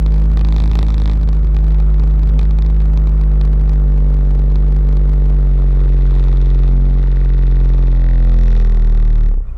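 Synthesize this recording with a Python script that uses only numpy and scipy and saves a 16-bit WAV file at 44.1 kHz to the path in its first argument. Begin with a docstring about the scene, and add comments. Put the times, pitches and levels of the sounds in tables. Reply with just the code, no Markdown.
"""A harsh overloaded buzz with hard knocks: a slow all-terrain vehicle's engine shakes a small camera on its front
so much that the swing clips the microphone. A loose mount part strikes and rebounds each turn as ringing modes,
heard only while the swing is not clipped. Exhaust growl is summed orders; bumps and roar are coloured noise.
The engine slows and almost dies amid ticks, dull thumps and a faint squeak; low cut and gain control follow clipping."""
import sys
import numpy as np
from scipy import signal
from scipy.fft import rfft, irfft, next_fast_len
from scipy.io import wavfile
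from scipy.ndimage import uniform_filter1d, minimum_filter1d, map_coordinates

SR = 44100
rng = np.random.default_rng(int(sys.argv[2]) if len(sys.argv) > 2 else 0)


def field_ratio(decibels):
    """Amplitude ratio for a level in dB (20 dB per decade); scalars and array-likes work."""
    return 10 ** (np.asarray(decibels, dtype=float) / 20)


def dump(signal):
    """Clip the signal to [-1, 1] and save it as 16-bit WAV at the path in sys.argv[1]."""
    limited = np.clip(np.atleast_2d(signal).T, -1, 1)
    pcm = np.round(limited * 32767).astype(np.int16)
    wavfile.write(sys.argv[1], SR, pcm)


N = 422037  # length [samples]
CEILING = 0.42  # clipping level of the microphone input, as a sample value


def unit(x):
    """Scaled to rms 1."""
    return x / np.sqrt(np.mean(x ** 2) + 1e-20)


def curves(rows, at):
    """Each column after the time, read at the given seconds."""
    seconds, *columns = np.transpose(rows)
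    return [np.interp(at, seconds, column) for column in columns]


def filtered(x, response):
    """x times a complex response of frequency."""
    size = next_fast_len(N + SR // 2)
    spectrum = rfft(x, size) * response(np.fft.rfftfreq(size, 1 / SR))
    return irfft(spectrum, size)[:N]


def noise(spectrum):
    """Coloured noise of rms 1, its spectrum drawn along a logarithmic frequency axis."""
    points_hz, points_db = np.transpose(spectrum)

    def colour(hz):
        return field_ratio(np.interp(np.log(hz + 1), np.log(points_hz), points_db, -120, -120))

    return unit(filtered(rng.standard_normal(N), colour))


def wobble(rate):
    """A smooth random curve, rate knots a second."""
    knots = rng.standard_normal(int(N * rate / SR) + 4)
    return map_coordinates(knots, [np.arange(N) * rate / SR])


def place_bursts(times_s, bursts):
    """Adds each row of bursts at its own time."""
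    start = np.round(np.asarray(times_s) * SR).astype(int)
    at = start[:, None] + np.arange(bursts.shape[1])
    return np.bincount(at.ravel(), bursts.ravel(), N + SR)[:N]


# Engine swing: (time [s], swing over the clipping level [dB],
# second harmonic re fundamental [dB], third harmonic re fundamental [dB])
SWING_DRIVE = [(0, 5.5, -24, -30), (1.1, 4.5, -14, -41), (1.5, 4.5, -30.5, -49), (2.6, 4.5, -23, -39),
               (4.1, 6.5, -24.5, -27), (6.65, 5.5, -30, -25), (6.72, 7.5, -22.5, -19),
               (6.98, 6.5, -24.5, -20.5), (7.05, 5, -24.5, -36.5), (7.8, 5.5, -25, -22),
               (8.4, 4, -24.5, -17.5), (8.7, 2.5, -23, -23), (9.27, 2.5, -21.5, -31),
               (9.33, -0.5, -27, -48.5), (9.39, 0.5, -27.5, -33.5), (9.44, -9, -4.5, -32),
               (9.5, -9.5, -5.5, -29), (9.57, -18.5, -3, -21)]
# Colour of the ground bumps: (frequency [Hz], relative level per hertz [dB])
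BUMP_COLOUR = [(8, -51), (20, 12), (60, 0.5), (110, -18), (250, -34.5), (500, -51.5)]
# Rough and smooth patches of ground and the last lurch:
# (centre time [s], half width to 1/e [s], change of bump level [dB])
GROUND_PATCHES = [(2.353, 0.13, 9), (3.4, .5, -4.5), (7.8, 1.5, -10), (9.471, 0.15, 16)]


def swing(turns, slowing_hz, t, knock_s, knock_db):
    """The engine's shake plus ground bumps; a hard knock holds the outward swing back for a few milliseconds."""
    drive_db, second_db, third_db = curves(SWING_DRIVE, t)
    shape = np.cos(2 * np.pi * turns)
    shape += field_ratio(second_db) * np.cos(2 * np.pi * (2 * turns - 0.28))
    shape += field_ratio(third_db) * np.cos(2 * np.pi * (3 * turns + 0.17))

    # The part bears down 0.28 ms before it cracks; knocks below -44 dB do not hold the swing.
    arrest_start = np.round((knock_s - 0.00028) * SR).astype(int)
    grip = np.clip((knock_db + 44) / 4, 0, 1)
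    u = np.arange(SR // 40) / SR
    hold = (1 - np.exp(-(u / 0.0001) ** 2)) * np.exp(-(u / 0.0032) ** 4)
    arrest = signal.fftconvolve(np.bincount(arrest_start, grip, N), hold)[:N]

    # Bumps fade by 1 dB per Hz as the vehicle slows, up to 10 Hz.
    bump_db = -16 - np.minimum(slowing_hz, 10) + 2.2 * wobble(5)
    for centre_s, width_s, change_db in GROUND_PATCHES:
        bump_db += change_db * np.exp(-((t - centre_s) / width_s) ** 2)

    free = field_ratio(drive_db + 0.06 * wobble(22)) * shape + field_ratio(bump_db) * noise(BUMP_COLOUR)
    held = 0.84  # share of the clipping level above which a knock pulls the swing back
    return CEILING * (free - arrest * np.maximum(free - held, 0))


# Single hard knocks near the top of the swing: (time [s], level [dB])
HARD_KNOCKS = [(0.0626, -17.5), (0.08, -28.5), (0.1218, -29), (0.1417, -25), (0.161, -31.5), (0.181, -27.5),
               (0.2191, -37), (0.24, -32.5), (0.3011, -33), (0.316, -31), (0.335, -38), (0.3725, -14),
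               (0.393, -22), (0.4112, -18), (0.431, -41.5), (0.4486, -15.5), (0.47, -32.5), (0.4868, -17.5),
               (0.506, -34), (0.5245, -14), (0.5433, -23), (0.5634, -13), (0.5826, -19.5), (0.602, -14.5),
               (0.621, -21), (0.6389, -16), (0.6584, -17), (0.6773, -20.5), (0.6963, -28), (0.7147, -14),
               (0.7335, -20), (0.754, -10), (0.7728, -23.5), (0.79, -8), (0.81, -25), (0.8287, -11),
               (0.848, -28.5), (0.8664, -20.5), (0.8845, -18), (0.904, -16), (0.923, -25), (0.9428, -14.5),
               (0.958, -36.5), (0.981, -17.5), (1, -19), (1.019, -16), (1.0375, -24), (1.0576, -14),
               (1.0768, -16.5), (1.0971, -15), (1.115, -20.5), (1.1342, -19.5), (1.213, -29),
               (1.232, -22.5), (1.289, -17.5), (1.33, -23.5), (1.368, -31.5), (1.5462, -30), (1.5661, -20),
               (1.8012, -24), (1.997, -23.5), (2.0366, -26), (2.1099, -28.5), (2.2326, -23), (2.2738, -34),
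               (2.291, -26), (2.3922, -16), (2.413, -27.5), (2.4303, -25.5), (2.5091, -26.5),
               (2.587, -20.5), (2.6227, -20), (2.663, -23.5), (2.701, -29), (2.8182, -32.5),
               (2.9747, -20.5), (3.0724, -24), (3.0938, -37), (3.2128, -25), (3.4125, -19.5), (3.4521, -26),
               (3.6508, -42.5), (3.694, -22), (3.7332, -31), (4.3926, -31.5), (4.502, -33.5), (4.5573, -20),
               (4.723, -35.5), (4.7642, -30), (4.889, -34.5), (4.9273, -29.5), (4.9699, -26.5),
               (5.0941, -37.5)]


def knocks(turns, t):
    """Times and levels of the hard knocks, one a turn: a weak stray one or one of the listed single ones."""
    stray_end_s = 5.6
    turn_number = np.arange(1, np.interp(stray_end_s, t, turns) // 1)
    chance = np.clip(rng.standard_normal((len(turn_number), 2)), -2.5, 1.2)
    knock_s = np.interp(turn_number - 0.043 + 0.008 * chance[:, 0], turns, t)
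    knock_db = -41.5 - 2 * knock_s + 7 * chance[:, 1]  # strays fade by 2 dB a second
    knock_db -= 4 * (-1) ** turn_number  # the firing turn knocks harder than the idle one

    single_s, single_db = np.transpose(HARD_KNOCKS)
    index = np.round(np.interp(single_s, t, turns)).astype(int) - 1
    knock_s[index], knock_db[index] = single_s, single_db
    return knock_s, knock_db


# Ringing modes of the mount and housing: (frequency [Hz], level [dB], decay by 60 dB [s])
MOUNT_MODES = [(305, -3.5, 0.023), (394, 0.5, 0.032), (458, 2.5, 0.027), (817, 10.5, 0.013),
               (1174, 5, 0.015), (1563, -2, 0.014), (1850, 5.5, 0.0079), (2494, -0.5, 0.016),
               (2886, -4.5, 0.012), (3386, -3.5, 0.009), (3600, 0.5, 0.0071), (3850, -10, 0.0044),
               (5670, -8.5, 0.008), (6920, -17.5, 0.0089), (8470, -17.5, 0.0038)]


def blows(times_s, levels_db, tilt_db, low_db, middle_db, crack, spread_db, top_db=0):
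    """Each contact rings the mount's modes at new strengths, with a short crack; the first push is inward."""
    t = np.arange(SR // 30) / SR
    hz, mode_db, t60_s = np.transpose(MOUNT_MODES)
    decay = field_ratio(mode_db[:, None] - 60 * t / t60_s[:, None])
    build_up = 1 - np.exp(-t * hz[:, None] / 0.48)  # over 0.48 of each mode's own cycle
    modes = -decay * np.sin(2 * np.pi * hz[:, None] * t) * build_up

    chance = rng.standard_normal((len(times_s), len(hz) + len(t)))
    scatter_db = spread_db * np.minimum(hz / 1500, 1) * chance[:, :len(hz)]
    slope_db = np.reshape(tilt_db, (-1, 1)) * np.log2(hz / 3000)  # tilt in dB an octave about 3 kHz
    strength = field_ratio(scatter_db + slope_db)
    strength[:, hz < 700] *= field_ratio(low_db)
    strength[:, (hz > 1400) & (hz < 2200)] *= field_ratio(np.reshape(middle_db, (-1, 1)))
    strength[:, hz > 5000] *= field_ratio(np.reshape(top_db, (-1, 1)))

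    smooth = uniform_filter1d(uniform_filter1d(chance[:, len(hz):], size=6), size=4)
    snap = field_ratio(-60 * t / 0.006) * np.diff(smooth, prepend=0)
    closing = 1 - np.exp(-(t / 0.000096) ** 2)  # the contact closes softly
    rings = (strength @ modes + crack * snap) * closing
    return place_bursts(times_s, rings * field_ratio(levels_db)[:, None] / 3)


# Loose part: (time [s], strike level [dB], rebound level [dB], every-other-turn contrast of the strike [dB],
# weight of the strike's middle modes [dB], weight of its top modes [dB])
LOOSE_PART = [(0, -43.5, -47.5, 3, 6.5, 2.5), (1.2, -37, -49.5, -5, 1.5, -1.5),
              (3.3, -38, -57.5, -2.5, 5.5, -2), (4.2, -35.5, -51, -0.5, 5, 0.5),
              (5.4, -35, -44, 0.5, 5.5, -3.5), (6.2, -31.5, -30, -1, 4.5, -9.5),
              (6.7, -32.5, -30.5, 1.5, 4, -10.5), (6.76, -39.5, -39, 2.5, 7, -9),
              (7, -30.5, -32, -0.5, 6, -3), (7.04, -35, -31, 3, 10.5, -8.5), (7.55, -32.5, -33, 2, 8, -4),
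              (7.75, -34, -32.5, 3, 5.5, 4), (8.1, -30, -37, -1, 9.5, -6.5), (8.34, -29, -38.5, 1.5, 5, 2),
              (8.42, -29, -38, 2, 5.5, 7), (8.6, -28.5, -30, -2.5, 5.5, 4.5), (8.72, -30, -45.5, 0, 5.5, 2),
              (9.27, -33.5, -55, -1.5, 5.5, 1.5), (9.38, -54, -60, 0, 5, 1)]


def rattle(turns, slowing_hz, t, knock_s, knock_db):
    """The loose part strikes on the way down and rebounds on the way up, with a turn-by-turn contrast."""
    turn_number = np.arange(np.floor(turns[-1]) - 1)
    alternate = (-1) ** turn_number
    slower_hz = np.interp(turn_number, turns, slowing_hz)
    scatter_db = np.maximum(3 - 1.5 * slower_hz, 0.8)  # blows even out as the engine slows
    chance = scatter_db[:, None] * np.clip(rng.standard_normal((len(turn_number), 4)), -3, 1.5)

    # The strike comes just after the swing falls back under the clipping level.
    over_db = np.maximum(curves(SWING_DRIVE, np.interp(turn_number + 1, turns, t))[0], 1.5)
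    unclip_turn = np.arccos(field_ratio(-over_db)) / (2 * np.pi)
    down_s = np.interp(turn_number + 1 + unclip_turn + 0.022 + 0.004 * chance[:, 0], turns, t)
    up_s = np.interp(turn_number + 0.715 + 0.0067 * chance[:, 1], turns, t)

    strike_db, rebound_db, contrast_db, middle_db, top_db = curves(LOOSE_PART, down_s)
    off_db = np.where(down_s < 9.38, 0, -120)  # a weak shake no longer lifts the part
    strike_db = off_db + strike_db + contrast_db * alternate + chance[:, 2]
    rebound_db = off_db + rebound_db + 4.5 * alternate + chance[:, 3]
    brighter_db = 0.11 * slower_hz  # light blows gain treble as the engine slows [dB an octave]

    strikes = blows(down_s, strike_db, 0.062 + brighter_db, low_db=5, middle_db=middle_db,
                    crack=0.6, spread_db=1.2, top_db=top_db)
    rebounds = blows(up_s, rebound_db, 0.4 + brighter_db, low_db=5, middle_db=-2.5, crack=0.4, spread_db=2.2)
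    hard = blows(knock_s, knock_db, 0.32, low_db=0.5, middle_db=-2, crack=4, spread_db=2.0)
    return strikes + rebounds + hard


# Exhaust growl: (time [s], level [dB], half orders re whole ones [dB], middle of the pipe's pass band [Hz],
# its half width to 1/e [Hz], place of the stronger puff within two turns [turns])
EXHAUST = [(0, -48, -10, 310, 50.3, 1.22), (0.4, -40.5, -11, 317.6, 50, 1.22),
           (1.2, -43, -11, 319, 50, 1.22), (2.8, -49, -6.5, 317, 60, 1.22), (3.3, -49, -6, 394, 150, 1.25),
           (4, -40.5, -2.5, 438, 170.3, 1.25), (4.8, -40.5, -5, 443, 169, 1.25),
           (5.5, -41, -1, 430, 172.7, 1.25), (6.3, -41.5, -0.5, 420, 170.5, 1.25),
           (6.68, -41, 2.5, 398, 170, 1.25), (6.75, -41, 1, 275, 200, 1.24), (7.0, -38, 2, 278, 200, 1.24),
           (7.05, -41, 1, 398, 190, 1.25), (7.55, -42.5, 4.5, 395, 190, 1.25),
           (7.7, -40.5, 1.5, 433, 152, 1.25), (7.9, -41.5, 1, 430, 150, 1.25),
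           (8, -40.5, -15.5, 515, 100, 1.21), (8.4, -43, -16.5, 527, 100, 1.21),
           (8.55, -47.5, -9, 509, 150, 1.21), (8.7, -50, -6.5, 467, 150, 1.22),
           (8.85, -49.5, -1, 389, 150, 1.22), (9.25, -62.5, -3, 353, 150, 1.22),
           (9.36, -92, 1, 347, 150, 1.22)]


def growl(turns, speed_hz, t):
    """One puff a turn, stronger on the firing turn, as whole and half orders inside the pipe's pass band."""
    level_db, half_db, middle_hz, width_hz, place = curves(EXHAUST, t)
    orders = np.arange(5, 32)[:, None] / 2
    pass_band = np.exp(-((orders * speed_hz - middle_hz) / width_hz) ** 4)
    weight = np.where(orders % 1 > 0, field_ratio(half_db), 1) * pass_band
    puffs = (weight * np.cos(2 * np.pi * orders * (turns - place))).sum(0)
    puffs /= np.sqrt((weight ** 2).sum(0) / 2 + 1e-9)  # the level stays independent of the pass band
    return field_ratio(level_db + 0.7 * wobble(13)) * puffs


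# Dull thumps of the last turns: (time [s], level [dB])
DULL_THUMPS = [(9.286, -52), (9.312, -46.5), (9.339, -45.5), (9.375, -53), (9.404, -55)]


def thumps():
    """The weak last swings only thud the part softly against the mount: dark, crackless blows, low-passed."""
    thuds = blows(*np.transpose(DULL_THUMPS), tilt_db=-11, low_db=-2.5, middle_db=0, crack=0, spread_db=2.0)
    return filtered(thuds, lambda hz: 1 / (1 + 1j * hz / 900) ** 2)


# Thin bright ticks: (time [s], level [dB])
BRIGHT_TICKS = [(8.2018, -40), (8.2486, -41.5), (8.294, -43.5), (8.3401, -32.5), (8.3858, -30),
                (8.4094, -39.5), (8.4322, -44), (8.4547, -32), (8.4786, -45)]


def ticks():
    """Very short bursts of treble: differenced noise that decays by 60 dB in 5 ms."""
    tick_s, level_db = np.transpose(BRIGHT_TICKS)
    t = np.arange(SR // 200) / SR
    smooth = uniform_filter1d(rng.standard_normal((len(tick_s), len(t))), size=3)
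    bursts = field_ratio(level_db[:, None] - 60 * t / 0.005) * np.diff(smooth, prepend=0)
    return place_bursts(tick_s, bursts)


# Faint squeak as the shaking dies: (start time [s], length [s], pitch [Hz], level [dB])
FAINT_SQUEAKS = [(9.34, .22, 1870, -70), (9.468, .012, 2430, -65), (9.47, .022, 3580, -68),
                 (9.482, .026, 2470, -58)]


def squeak(t):
    """Short thin sine tones with soft ends."""
    tones = np.zeros(N)
    for start_s, length_s, hz, level_db in FAINT_SQUEAKS:
        envelope = np.sin(np.pi * np.clip((t - start_s) / length_s, 0, 1))
        tones += field_ratio(level_db) * envelope * np.sin(2 * np.pi * hz * t)
    return tones


# Engine load: (time [s], roar level [dB])
ENGINE_LOAD = [(0, -41), (3, -40), (6, -40.5), (6.8, -43), (8.3, -45), (8.7, -45), (9.3, -48), (9.38, -59),
               (9.57, -55)]
# Colour of the roar: (frequency [Hz], relative level per hertz [dB])
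ROAR_COLOUR = [(60, -28.5), (150, -9), (300, -6.5), (500, -5.5), (800, -15.5), (1300, -10), (1600, -23),
               (2500, -26.5), (4000, -39.5), (8000, -42.5), (16000, -58.5)]


def roar(t):
    """Exhaust, drive and tyres on gravel through the housing: coloured noise that follows the load and wavers."""
    level_db = curves(ENGINE_LOAD, t)[0] + 1.4 * wobble(4.7) + 1.0 * wobble(30)
    return field_ratio(level_db) * noise(ROAR_COLOUR)


# Engine speed: (time [s], shakes per second [Hz])
ENGINE_SPEED = [(0, 51.35), (0.79, 52.91), (1.39, 51.06), (2.18, 50.65), (2.77, 51.83), (2.97, 50.73),
                (3.76, 49.41), (4.35, 47.66), (4.55, 48.87), (5.34, 48.27), (5.54, 46.66), (6.15, 45.74),
                (6.73, 45.46), (6.93, 45.92), (7.72, 44.74), (8.05, 43.4), (8.45, 42.98), (8.75, 39.95),
                (9.28, 37.77), (9.35, 33.35), (9.57, 25.25)]


def scene():
    """One engine phase drives swing, knocks, rattle and growl; all layers add up at the microphone."""
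    t = np.arange(N) / SR
    speed_hz, = curves(ENGINE_SPEED, t)
    turns = -0.315 + np.cumsum(speed_hz) / SR
    slowing_hz = 50 - speed_hz  # below the cruising rate
    hard = knocks(turns, t)
    shaken = swing(turns, slowing_hz, t, *hard) + rattle(turns, slowing_hz, t, *hard)
    details = thumps() + ticks() + squeak(t)
    return (shaken + growl(turns, speed_hz, t) + details + roar(t))[None]


def low_cut(hz):
    """Third-order high-pass: it bends the flat clipped tops into smooth curves."""
    s = 1j * hz
    second_order = s * s / (s * s + s * 38.8 / 1.05 + 38.8 ** 2)
    return second_order * s / (s + 46.6)


def top_cut(x):
    """Nothing passes above the cut-off."""
    return signal.sosfilt(signal.butter(12, 15840, fs=SR, output="sos"), x)


def record(dry):
    """Hard clipping, low cut, then gain control that holds the peaks and recovers slowly."""
    x = filtered(np.clip(dry[0], -CEILING, CEILING), low_cut)
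    peaks = -minimum_filter1d(-np.abs(x), SR // 5, origin=SR // 12)
    smooth_peaks = uniform_filter1d(peaks, SR // 3, origin=SR // 8)
    gain = np.minimum(0.57 / smooth_peaks, field_ratio(4.0))  # at most 4 dB of boost
    return top_cut((gain * x)[None])


dry = scene()
out = record(dry)
dump(out)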